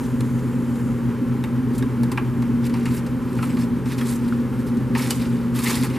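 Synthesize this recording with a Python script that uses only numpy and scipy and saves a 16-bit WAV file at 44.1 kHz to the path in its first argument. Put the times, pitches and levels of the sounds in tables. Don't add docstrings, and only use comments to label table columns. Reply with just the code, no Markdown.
import sys
import numpy as np
from scipy import signal
from scipy.fft import rfft, irfft, next_fast_len
from scipy.io import wavfile

SR = 44100
rng = np.random.default_rng(int(sys.argv[2]) if len(sys.argv) > 2 else 0)


def magnitude_from_level(level_db):
    exponent = np.asarray(level_db, float) / 20
    return 10 ** exponent


def wav_out(sig):
    wavfile.write(sys.argv[1], SR, np.round(np.clip(np.atleast_2d(sig).T, -1, 1) * 32767).astype(np.int16))


N = 263718


def rms_one(x):
    return x / np.sqrt(np.mean(x ** 2) + 1e-20)


def at_hz(points, hz):
    points = np.array(points)
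    return np.interp(np.log(hz + 1), np.log(points[:, 0] + 1), points[:, 1])


def in_time(rows):
    s, *columns = np.transpose(rows)
    return [np.interp(np.arange(N) / SR, s, c, left=c[0], right=c[-1]) for c in columns]


def drift(rate):
    r = np.exp(-80 * np.pi * rate / SR)
    noise = rng.standard_normal(N // 40 + 2002)
    slow = signal.lfilter([1], [1, -2 * r, r * r], noise)[2000:]
    return np.interp(np.arange(N) / 40, np.arange(len(slow)), rms_one(slow))


def resonate(x, hz, width_hz):
    r = np.exp(-np.pi * width_hz / SR)
    zeros = np.array([1, 0, -1]) * (1 - r * r) / 2
    poles = [1, -2 * r * np.cos(2 * np.pi * hz / SR), r * r]
    return signal.lfilter(zeros, poles, x + 1e-18)


def coloured(spectrum):
    hz = np.fft.rfftfreq(N, 1 / SR)
    inside = (hz > spectrum[0][0]) & (hz < spectrum[-1][0])
    white = rfft(rng.standard_normal(N))
    return rms_one(irfft(white * magnitude_from_level(at_hz(spectrum, hz)) * inside, N))


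def grains(per_s, spread_db):
    sizes = magnitude_from_level(spread_db * np.minimum(rng.exponential(1, N), 4)) * rng.choice([-1, 1], N)
    return rms_one(sizes * (rng.random(N) < per_s / SR))


def kitchen(x, t60=0.63, wet_db=-16):
    t = np.arange(round(.6 * SR)) / SR
    tail = rng.standard_normal(len(t)) * magnitude_from_level(-60 * t / t60) * (t > .006)
    return x + magnitude_from_level(wet_db) * signal.fftconvolve(x, tail / np.sqrt(np.sum(tail ** 2)))[:N]


# centre in Hz, width in Hz, depth from 0 to 1.
DIP_BAND = (726.5, 110, 0.592)


def band_dip(x):
    hz, width_hz, depth = DIP_BAND
    return x - depth * resonate(x, hz, width_hz)


# frequency in Hz, level in dB per Hz.
RUMBLE = [(18, -48.5), (34, -25.5), (55, -15.5), (110, -8), (145, -15), (175, -11), (215, -9.5),
          (290, -9.5), (350, -13.5), (400, -13.5), (520, -23.5), (600, -24.5), (690, -37.5), (800, -27)]
# frequency in Hz, level in dB per Hz.
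AIRFLOW = [(450, -72), (760, -1.5), (1010, 0), (1080, -2), (1270, -3.5), (1420, -4), (1780, -8),
           (2960, -16.5), (3110, -15), (3360, -20), (5880, -25), (12900, -26), (15000, -31)]
# frequency in Hz, width in Hz, level in dB rms.
ROOM_MODES = [(253, 20.7, -31), (230.2, 14.5, -44), (128.6, 12.3, -38), (499.4, 24, -49),
              (372.2, 35.9, -42.5), (425.2, 26, -47), (213, 16, -38.5)]
RUMBLE_DB, AIRFLOW_DB = -31, -41.5


def ventilation():
    out = magnitude_from_level(RUMBLE_DB) * coloured(RUMBLE)
    out += magnitude_from_level(AIRFLOW_DB + .5 * drift(12.9)) * coloured(AIRFLOW)
    for hz, width_hz, level_db in ROOM_MODES:
        once = resonate(rng.standard_normal(N), hz, width_hz)
        out += magnitude_from_level(level_db) * rms_one(resonate(once, hz, 2 * width_hz))
    return out


# frequency in Hz, level in dB rms, wander in dB, wander rate per second.
TONES = [
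    (58.76, -47.5, 0.37, 0.97),
    (175.9, -40, -2.8, 1.6),
    (236, -26, 2.5, 1.5),
    (258.02, -34, -0.5, 2.13),
    (526.3, -52.5, 4, 3.82),
]
# time in seconds, level in dB.
COMPRESSOR = [(0.0, -29), (0.42, -26), (1.96, -28), (2.01, -19.5), (2.15, -33.5), (2.53, -22), (3.16, -31),
              (3.63, -23), (3.95, -36), (4.0, -26), (4.41, -22.5), (4.5, -34.5), (4.78, -23.5),
              (4.83, -35.5), (4.95, -20.5), (5.01, -30.5), (5.33, -23.5), (5.98, -32.5)]
# time in seconds, level in dB.
FAN_LOAD = [(0, -2), (.35, 4), (.6, -3), (.9, 5.5), (1.45, -1.5), (1.7, 5), (2.6, 0.5), (3.1, -4.5),
            (3.4, 0), (4.3, -6), (4.8, 1), (5.98, -2.13)]
MAINS_HZ, BLADE_HZ = 120.0, 128.25
MAINS_DB, BLADE_DB = -35.5, -29
BLADE_FOLLOWS = 0.39
BEAT_TOP_S = 0.3474


def motors():
    t, load_db = np.arange(N) / SR, in_time(FAN_LOAD)[0]
    out = magnitude_from_level(MAINS_DB + load_db) * np.cos(2 * np.pi * MAINS_HZ * (t - BEAT_TOP_S))
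    out += magnitude_from_level(BLADE_DB + BLADE_FOLLOWS * load_db) * np.cos(2 * np.pi * BLADE_HZ * (t - BEAT_TOP_S))
    swell_db = in_time(COMPRESSOR)[0]
    for hz, level_db, wander_db, rate in TONES:
        wander = swell_db - swell_db.mean() if level_db > -30 else wander_db * drift(rate)
        phase = 2 * np.pi * (hz * t + rng.random()) + 0.139 * drift(rate)
        out += magnitude_from_level(level_db + wander) * np.cos(phase)
    return np.sqrt(2) * out


# time in seconds, centre in Hz, level in dB.
PAD = [(.2, 7000, -61.5), (.3, 6700, -60.5), (.5, 7300, -62), (.65, 7200, -63), (.8, 7000, -59),
       (.95, 6900, -63), (1.1, 6800, -77)]


def pad(width_hz=500, broad_db=3):
    hz, level_db = in_time(PAD)
    lowpass = signal.butter(2, width_hz, fs=SR, output="sos")
    wobble = signal.sosfilt(lowpass, rng.standard_normal(N))
    hiss = rms_one(wobble * np.cos(2 * np.pi * np.cumsum(hz) / SR))
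    brushing = magnitude_from_level(broad_db) * rms_one(resonate(rng.standard_normal(N), 9500, 4100))
    return magnitude_from_level(level_db) * (hiss + brushing)


# start in seconds, peak in dB, frequency in Hz, t60 in seconds.
THUMPS = [(1.439, -26.5, 889.5, 0.05), (1.825, -28, 1643, 0.044), (2.032, -25.5, 471, 0.056),
          (2.033, -28.5, 912, 0.061), (2.117, -27, 1016, 0.055), (1.439, -31, 3723, 0.033),
          (1.825, -36.5, 3742, .04), (2.1755, -19, 2420, 0.038), (2.176, -21.5, 1620, 0.061),
          (2.178, -26.5, 1132, 0.108), (2.856, -36, 1830, 0.041), (3.39, -26.5, 1403, 0.051),
          (3.427, -25.5, 1312, 0.0728), (4.011, -31.5, 1782, .07), (4.324, -25.5, 1380, 0.043),
          (4.952, -21, 1800, 0.047), (4.954, -23, 900, 0.126), (5.676, -29, 2267, 0.11),
          (5.712, -28, 500, 0.058), (3.5, -44, 8000, .09), (3.502, -45, 5100, .07), (3.62, -38, 5200, .05),
          (4.011, -31, 3300, .04), (2.857, -32.5, 2800, .05), (5.107, -26, 2990, 0.057),
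          (5.107, -28, 8060, .05), (5.108, -29, 4680, .05), (2.739, -27, 910, 0.044), (.04, -46, 6030, .1)]


def thumps():
    out, t = np.zeros(N), np.arange(SR // 5) / SR
    for s, level_db, hz, t60 in THUMPS:
        i = round(s * SR)
        rise = np.minimum(t / 0.00081, 1)
        out[i:i + len(t)] += magnitude_from_level(level_db - 60 * t / t60) * np.sin(2 * np.pi * hz * t) * rise
    return out * magnitude_from_level(1.8 * drift(130))


# start in seconds, strength in dB, crack over body in dB, t60 in seconds.
POPS = [(0.206, -29.5, -1.5, 0.023), (1.438, -30.5, -7, 0.047), (1.7798, -39, 9.5, 0.077),
        (1.824, -28.5, -11.5, 0.032), (2.032, -32.5, -1, 0.05), (2.116, -25.5, -2, 0.06),
        (2.174, -19, -18.5, 0.046), (2.4214, -28.5, -14, 0.049), (2.664, -36, -1, .043),
        (2.738, -26.5, -13, 0.0555), (2.8545, -27, -7.5, 0.107), (3.0637, -35.5, -3, 0.049),
        (3.3858, -30.5, -22, 0.079), (3.4256, -27, -10.5, 0.11), (3.5679, -31, -11, .06),
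        (3.9814, -31, -2.5, 0.065), (4.0097, -24, -13, 0.057), (4.325, -32, -23, 0.0235),
        (4.9491, -21.5, -16, 0.092), (4.9927, -26.5, -9, 0.11), (5.105, -22.5, 7.5, 0.035),
        (5.588, -27, -1.5, 0.062), (5.6717, -33, 6.5, 0.1), (5.71, -25, -1, .081), (5.7529, -25, 3, 0.0275),
        (5.8333, -26, -3.5, 0.049), (5.841, -28, -15, .046)]
# start in seconds, strength in dB, crack
# over body in dB.
TICKS = [(.3894, -43, -1), (.7542, -40, -3), (1.7494, -43.5, 3), (2.6948, -31.5, -11),
         (3.8562, -32.5, -13.5), (4.2794, -41, 0.5), (4.5894, -52, 3.5), (4.6694, -45, -0.5),
         (4.7686, -44, 2), (4.9809, -35, 3), (5.5489, -37, -2), (5.954, -33, -8.5), (5.9, -36, -10),
         (1.7045, -44, -8)]
TICK_T60_S = 0.074
# level of one foil band in dB, low to high.
POP_COLOUR_DB = [-9.5, -12, -12, -6.5]
POP_CRACK_SHARE = [-0.15, -0.079, .55, 0.95]
RISE_S = [0.00407, 0.0017, 0.00036, 0.00016]


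def pop_envelopes(hold_s=0.0024):
    out, t = np.zeros((4, N)), np.arange(SR // 4) / SR
    ticks = [(*tick, TICK_T60_S) for tick in TICKS]
    for s, level_db, crack_db, t60 in [*POPS, *ticks]:
        i = round(s * SR)
        for k, quick in enumerate([.8, .9, 1.1, 1.3]):
            fade_db = -60 * quick * np.maximum(t - hold_s, 0) / t60
            band_db = level_db + POP_COLOUR_DB[k] + POP_CRACK_SHARE[k] * crack_db
            snap = magnitude_from_level(band_db + fade_db) * np.minimum(t / RISE_S[k], 1)
            out[k, i:i + len(t)] += snap[:N - i]
    return out


# touch, hardest moment and lift in seconds, pressure in dB, dullness in dB.
STROKES = [(-.02, .06, 0.097, -47, -12), (1.721, 1.78, 1.778, -47, 2.5), (2.627, 2.664, 2.685, -43.5, 1),
           (2.717, 2.742, 2.89, -53, 8), (2.86, 2.958, 3.012, -41.5, -3), (3.281, 3.374, 3.42, -50, 8),
           (3.41, 3.432, 3.52, -46.5, 5), (3.48, 3.503, 3.6, -51, 7), (3.576, 3.64, 3.66, -42, 0),
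           (3.847, 3.932, 3.96, -42.5, 2.5), (3.965, 4.0, 4.134, -44.5, -1),
           (4.04, 4.107, 4.18, -39.5, -4.5), (4.178, 4.25, 4.46, -56.5, 8), (4.578, 4.6, 4.63, -49.5, 2),
           (4.653, 4.673, 4.71, -51.5, 4.5), (4.946, 5.034, 5.14, -35.5, 3), (5.083, 5.141, 5.18, -43, 1.5),
           (5.153, 5.218, 5.29, -41, 1.5), (5.288, 5.332, 5.5, -53, 5), (5.544, 5.636, 5.76, -32.5, -2.5),
           (5.653, 5.711, 5.71, -27.5, -4), (5.711, 5.756, 5.82, -34.5, 1), (5.8, 5.813, 5.89, -38, 4),
           (5.895, 5.957, 6.1, -48, 13)]
# level of one foil band in dB, low to high.
STROKE_COLOUR_DB = [-9.5, -8, -7.5, -3]
STROKE_DULL_SHARE = [.8, 0.705, 0.334, 0.042]
LIGHT_TOUCH_DB, LETTING_GO_DB = 10.5, 11


def stroke_envelopes(edge_s=0.037):
    out = np.zeros((4, N))
    for touch_s, hardest_s, lift_s, level_db, dull_db in STROKES:
        first = max(round((touch_s - edge_s) * SR), 0)
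        at = np.arange(first, min(round((lift_s + edge_s) * SR), N))
        t = at / SR
        touch = np.clip(np.minimum(t - touch_s, lift_s - t) / edge_s + .5, 0, 1)
        pressing_db = LIGHT_TOUCH_DB * ((t - hardest_s) / (hardest_s - touch_s)) ** 2
        lifting_db = LETTING_GO_DB * ((t - hardest_s) / (lift_s - hardest_s)) ** 2
        lost_db = np.where(t < hardest_s, pressing_db, lifting_db)
        for k in range(4):
            band_db = STROKE_COLOUR_DB[k] + STROKE_DULL_SHARE[k] * dull_db
            out[k, at] += touch * magnitude_from_level(level_db - lost_db + band_db)
    lumps_db = 1.96 * drift(48) + 1.7 * np.array([drift(26.3) for band in out])
    return out * magnitude_from_level(lumps_db)


# edge of a foil band in Hz; the bands are low body, middle, upper and bright.
FOIL_EDGES_HZ = [700, 1400, 3000, 6000, 15200]
# ring of the sheet in one band, as t60 in seconds.
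FOIL_T60_S = [0.14, 0.108, 0.0254, 0.06]
FOIL_DULL_HZ = 9970


def foil(push, ringing_db=-5, patchy_db=1.7):
    out = np.zeros(N)
    for k, (low_hz, high_hz) in enumerate(zip(FOIL_EDGES_HZ, FOIL_EDGES_HZ[1:])):
        keep = magnitude_from_level(-120 / SR / FOIL_T60_S[k])
        stored = signal.lfilter([1 - keep], [1, -keep], push[k] ** 2 + 1e-18)
        ringing = magnitude_from_level(ringing_db) * np.sqrt(stored) * rng.standard_normal(N)
        rung = (push[k] + ringing) * np.sqrt(SR / 2 / (high_hz - low_hz))
        edges = np.geomspace(low_hz, high_hz, 4)
        for j in range(3):
            band = signal.butter(2, edges[j:j + 2], "band", fs=SR, output="sos")
            out += (-1) ** j * signal.sosfilt(band, rung * magnitude_from_level(patchy_db * drift(22)))
    return signal.sosfilt(signal.butter(1, FOIL_DULL_HZ, fs=SR, output="sos"), out)


def scene():
    snaps = np.array([grains(22000, 3.0) for band in range(4)])
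    slips = np.array([grains(5000, 3.9) for band in range(4)])
    push = pop_envelopes() * snaps + stroke_envelopes() * slips
    mid = kitchen(foil(push) + thumps()) + pad() + motors() + ventilation()
    mid = band_dip(mid)
    return np.array([mid, mid])


# frequency in Hz, side minus mid in dB.
WIDTH = [(60, -1.5), (110, -10.5), (200, -15.5), (380, -13.5), (700, -10.5), (1290, -12.5), (2380, -21),
         (4400, -18.5), (8120, -6.5), (15000, -4)]
# frequency in Hz, left minus right in dB.
LEAN = [(60, .4), (110, 1.41), (200, 0.3), (380, -0.25), (700, -0.49), (1290, 0.33), (2380, 0.0),
        (4400, -0.12), (8120, -0.18), (15000, -2.5)]
# frequency in Hz, share that is a fixed phase lead from 0 to 1.
DIRECTED = [(50, .98), (300, .98), (600, .4), (2000, .5), (5000, .15), (12000, .1)]
TOP_HZ = 15080


def microphone_ports(field):
    size = next_fast_len(N + SR)
    hz, spectrum = np.fft.rfftfreq(size, 1 / SR), rfft(field, size)
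    t = np.arange(SR // 3) / SR
    scatter = rng.standard_normal(len(t)) * magnitude_from_level(-60 * t / .3)
    scatter = rfft(scatter / np.sqrt(np.sum(scatter ** 2)), size)
    share = at_hz(DIRECTED, hz)
    side = magnitude_from_level(at_hz(WIDTH, hz)) * (1j * share + np.sqrt(1 - share ** 2) * scatter)
    lean = magnitude_from_level(at_hz(LEAN, hz) / 2)
    left_right = np.array([(1 + side) * lean, (1 - side) / lean])
    return irfft(spectrum * (hz < TOP_HZ) * left_right, size)[:, :N]


def top_cut(x):
    return signal.sosfilt(signal.butter(12, 15960, fs=SR, output="sos"), x)


def record(dry):
    mix = microphone_ports(dry[0])
    return top_cut(mix)


dry = scene()
out = record(dry)
wav_out(out)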